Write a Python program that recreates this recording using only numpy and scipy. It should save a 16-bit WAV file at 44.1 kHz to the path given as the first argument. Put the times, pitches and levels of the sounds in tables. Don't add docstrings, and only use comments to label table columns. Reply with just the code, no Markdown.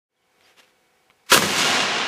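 import sys
import numpy as np
from scipy import signal
from scipy.fft import rfft, irfft, next_fast_len
from scipy.io import wavfile

SR = 44100
rng = np.random.default_rng(int(sys.argv[2]) if len(sys.argv) > 2 else 0)


def file_out(sig):
    cols = np.atleast_2d(sig).T
    lim = np.clip(cols, -1, 1)
    pcm = np.round(lim * 32767).astype(np.int16)
    wavfile.write(sys.argv[1], SR, pcm)


N = 91287
T = np.arange(N) / SR

# start in seconds, level in dB before colouring, rise in seconds, decay in seconds.
SURGES = [(1.3159, -5.5, 0.0044, 0.0098), (1.325, -14, 0.0025, .008), (1.3417, -4.5, 0.0015, 0.0064)]


def undb(db):
    return 10 ** (np.asarray(db) / 20)


def colour(x, points):
    hz, db = np.array(points).T
    size = 2 * next_fast_len(N)
    freqs = np.fft.rfftfreq(size, 1 / SR)
    gain = undb(np.interp(np.log(freqs + 1), np.log(hz), db))
    gain = gain / np.sqrt(np.mean(gain ** 2))
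    cepstrum = irfft(np.log(gain))
    cepstrum[1:size // 2] *= 2
    cepstrum[size // 2 + 1:] = 0
    response = np.exp(rfft(cepstrum))
    return irfft(rfft(x, size) * response)[:N]


def noise():
    return rng.standard_normal(N)


def grains(rate, scatter_db):
    hits = rng.random(N) < rate / SR
    x = hits * np.sign(noise()) * undb(scatter_db * noise())
    return x / np.std(x)


def burst(start, rise, decay):
    attack = np.clip((T - start) / rise, 0, 1)
    return attack * np.exp(-np.maximum(T - start - rise, 0) / decay)


def swell(centre, width):
    return np.exp(-.5 * ((T - centre) / width) ** 2)


def ring(x, hz, width):
    return signal.lfilter(*signal.iirpeak(hz, hz / width, fs=SR), x)


def shot():
    # time in seconds, level in dB.
    rush_level = [(1.26, -107), (1.264, -55.5), (1.283, -57), (1.299, -31), (1.301, -26.5), (1.314, -21.5),
                  (1.322, -16), (1.335, -75)]
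    # frequency in Hz, relative level in dB.
    rush_colour = [(60, -26), (300, -13.5), (710, -24), (1100, -2), (1700, -2), (2200, -3), (5800, -7.5),
                   (15000, -21)]
    # frequency in Hz, relative level in dB.
    blast_colour = [(40, -26), (150, -20), (300, -5), (520, 0), (740, -16), (830, -17), (980, -1.5),
                    (1200, -1), (1650, 1), (2200, -11.5), (2850, -3), (3700, -6.5), (6000, -13),
                    (15000, -21.5)]
    # frequency in Hz, width in Hz, level in dB.
    blast_peaks = [(260, 54, -2), (522, 35, -7), (937, 110, -2), (1640, 76, -10)]
    # frequency in Hz, relative level in dB.
    jet_colour = [(500, -23), (3000, 4), (6000, 1.5), (12000, -3), (15500, -10)]
    puff_s, puff_width_s = 1.345, 0.0016

    rush_gain = undb(np.interp(T, *np.array(rush_level).T, left=-200, right=-200))
    rush = rush_gain * colour(noise(), rush_colour)

    force = sum(undb(db) * burst(s, rise, decay) for s, db, rise, decay in SURGES)
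    blast = colour(force * noise(), blast_colour)
    blast = blast + sum(undb(db) * ring(blast, hz, width) for hz, width, db in blast_peaks)

    jet = undb(-10.5) * burst(1.326, rise=0.008, decay=0.024) * colour(noise(), jet_colour)

    push_pull = (puff_s - T) / puff_width_s * swell(puff_s, puff_width_s)
    puff = undb(-23.5) * push_pull
    return rush + blast + jet + puff


def slaps():
    # start in seconds, crack level in dB before colouring, crack decay in seconds,
    # thump level in dB, which sets how strongly the boom sounds.
    walls = [(1.3626, -11.5, 0.015, -20), (1.3762, -6.5, 0.0018, -13), (1.422, -17, 0.012, -26),
             (1.4376, -28, 0.011, -15.5), (1.449, -25, 0.015, -26), (1.457, -40, 0.0083, -16.5)]
    # frequency in Hz, relative level in dB.
    slap_colour = [(50, -27), (110, -14), (200, 6), (400, 4), (800, -6), (1300, 3.5), (1700, 3), (2300, -5),
                   (4000, -7), (8000, -10), (15000, -22)]
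    # pitch in Hz, level in dB relative to the other tones,
    # time to fade by 60 dB in seconds.
    boom_tones = [(98, -9.5, 0.26), (173, -6, 0.12), (204.7, -7, 0.28), (266, -8, 0.17), (353, -4, 0.037),
                  (503, 0.5, 0.019)]

    crack_level = sum(undb(db) * burst(s, rise=0.00032, decay=decay) for s, db, decay, _ in walls)
    crack = colour(crack_level * noise(), slap_colour)

    boom = 0
    for s, _, _, thump_db in walls:
        for hz, db, t60 in boom_tones:
            fade = burst(s, rise=.0007, decay=t60 / np.log(1000))
            tone = np.sin(2 * np.pi * hz * (T - s)) / 2
            boom = boom + undb(thump_db + db) * fade * tone
    low_cut = signal.butter(N=2, Wn=137, btype="high", fs=SR)
    return crack + signal.lfilter(*low_cut, boom)


def slopes():
    # centre in seconds, level in dB at 2 kHz before the losses,
    # width in seconds, tilt in dB per octave.
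    echo_swells = [(1.401, -21, .06, -0.7), (1.522, -20, 0.059, 0), (1.603, -16, 0.037, 1),
                   (1.677, -17, 0.055, 1), (1.779, -16, 0.071, 0.5), (1.91, -18.5, 0.11, -0.43),
                   (2.03, -18.5, 0.075, -0.5)]
    # frequency in Hz, relative level in dB.
    echo_colour = [(30, -64), (60, -36), (95, -4), (135, -5.5), (175, 5.5), (240, 1.5), (380, -1),
                   (560, -2.5), (740, -2.5), (1100, -3.5), (1500, -4.5), (2100, -4), (2900, -3.5),
                   (4300, -6.5), (6500, -7.5), (10000, -12.5), (15000, -15)]
    # centre in seconds, width in seconds,
    # pitch in Hz, bandwidth in Hz, level in dB relative to the echo at that pitch.
    echo_peaks = [(1.6, 0.28, 269, 18, 0.5), (1.6, 0.3, 347, 19, -0.5), (1.75, 0.049, 725, 50, 5.5),
                  (1.82, 0.048, 1037, 44, 4.5), (1.72, 0.3, 1437, 45, -7), (1.72, .12, 1610, 47, -6),
                  (1.9, 0.22, 2810, 59, -3.5)]
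    air_db_per_s, air_power = 37, 1.81
    bass_db_per_s, bass_hz = 28, 340

    echoes = colour(grains(rate=5000, scatter_db=0.5), echo_colour)
    peaks = sum(undb(db) * swell(s, width) * ring(echoes, hz, band)
                for s, width, hz, band, db in echo_peaks)
    spectrum = rfft(echoes + peaks)
    freqs = np.fft.rfftfreq(N, 1 / SR)
    centres = np.geomspace(60, 16000, 18)
    age = np.maximum(T - SURGES[0][0], 0)

    out = 0
    for hz, share in zip(centres, np.eye(len(centres))):
        band = irfft(spectrum * np.interp(freqs, centres, share), N)
        octaves = np.log2(hz / 2000)
        power = sum((undb(db + tilt * octaves) * swell(s, width)) ** 2
                    for s, db, width, tilt in echo_swells)
        air_loss = air_db_per_s * (hz / 10 ** 4) ** air_power
        bass_loss = bass_db_per_s / (1 + (hz / bass_hz) ** 2)
        out = out + band * np.sqrt(power) * undb(-age * (air_loss + bass_loss))
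    return out * np.clip(age / 0.078, 0, 1)


def handling():
    # centre in seconds, level in dB, width in seconds.
    scuffs = [(.458, -61.5, 0.044), (0.499, -61.5, 0.029), (.589, -51, 0.013), (0.603, -53.5, .006),
              (0.633, -58, .012), (.68, -63.5, 0.024)]
    # frequency in Hz, relative level in dB.
    scuff_colour = [(60, -25), (380, 0.5), (1000, -4.5), (1500, -1), (2900, 1), (4500, -7), (6000, -8.5),
                    (8500, -16.5), (12500, -16), (15000, -40)]
    # start in seconds, level in dB before colouring, decay in seconds.
    clicks = [(.409, -42, 0.00082), (1.0998, -42.5, 0.0011), (1.1067, -49, 0.0045)]
    # frequency in Hz, relative level in dB.
    click_colour = [(200, -11), (700, -15), (1100, 5.5), (1600, -9), (2400, 4), (3800, -7.5), (5500, -22),
                    (13000, -26)]

    scuff_level = sum(undb(db) * swell(s, width) for s, db, width in scuffs)
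    click_level = sum(undb(db) * burst(s, rise=0.00011, decay=decay) for s, db, decay in clicks)
    grit = colour(scuff_level * grains(rate=5000, scatter_db=2.5), scuff_colour)
    return grit + colour(click_level * noise(), click_colour)


def chirps():
    # centre in seconds, width in seconds, pitch in Hz, level in dB.
    calls = [(.173, 0.0083, 3300, -66), (.228, .02, 3000, -70), (.439, .004, 5430, -62),
             (.445, 0.0046, 4730, -61), (.458, 0.0075, 4820, -61.5)]
    band_hz = 250
    out = 0
    for s, width, hz, db in calls:
        tone = ring(ring(noise(), hz, band_hz), hz, band_hz)
        out = out + undb(db) * swell(s, width) * tone / np.std(tone)
    return out


def background():
    # frequency in Hz, relative level in dB.
    hiss_colour = [(18, -50), (30, -17), (182, -8.5), (274, -7), (303, -5), (503, -3.5), (543, -11),
                   (737, -5.5), (1190, -9.5), (2200, -9.5), (4140, -16), (10900, -23), (13000, -26.5)]
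    # pitch in Hz, rms level in dB.
    whine_tones = [(511.4, -77), (748.3, -76.5), (1502, -73), (2099, -84), (2250, -77.5)]

    whine = 0
    for hz, db in whine_tones:
        tone = np.sin(2 * np.pi * (hz * T + rng.random()))
        whine = whine + undb(db) * np.sqrt(2) * tone
    return undb(-64) * colour(noise(), hiss_colour) + whine


def scene():
    return (shot() + slaps() + slopes() + handling() + chirps() + background())[None]


def record(dry):
    # its start and its end, both in seconds.
    fade_in = (0.086, 0.37)
    ceiling = 0.62
    notch_hz, notch_feedback, notch_depth = 300, .76, 0.68
    x = ceiling * np.tanh(dry / ceiling)

    lag = np.zeros(round(SR / notch_hz))
    delayed = np.r_[lag, 1 - notch_feedback]
    feedback = np.r_[1, lag[1:], -notch_feedback]
    periodic = signal.lfilter(delayed, feedback, x)
    x = x - notch_depth * signal.filtfilt(*signal.butter(1, 11100, fs=SR), periodic)

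    x = x * np.interp(T, fade_in, [0, 1])
    top_cut = signal.ellip(10, .2, 80, 15400, fs=SR, output="sos")
    return signal.sosfilt(top_cut, x)


dry = scene()
out = record(dry)
file_out(out)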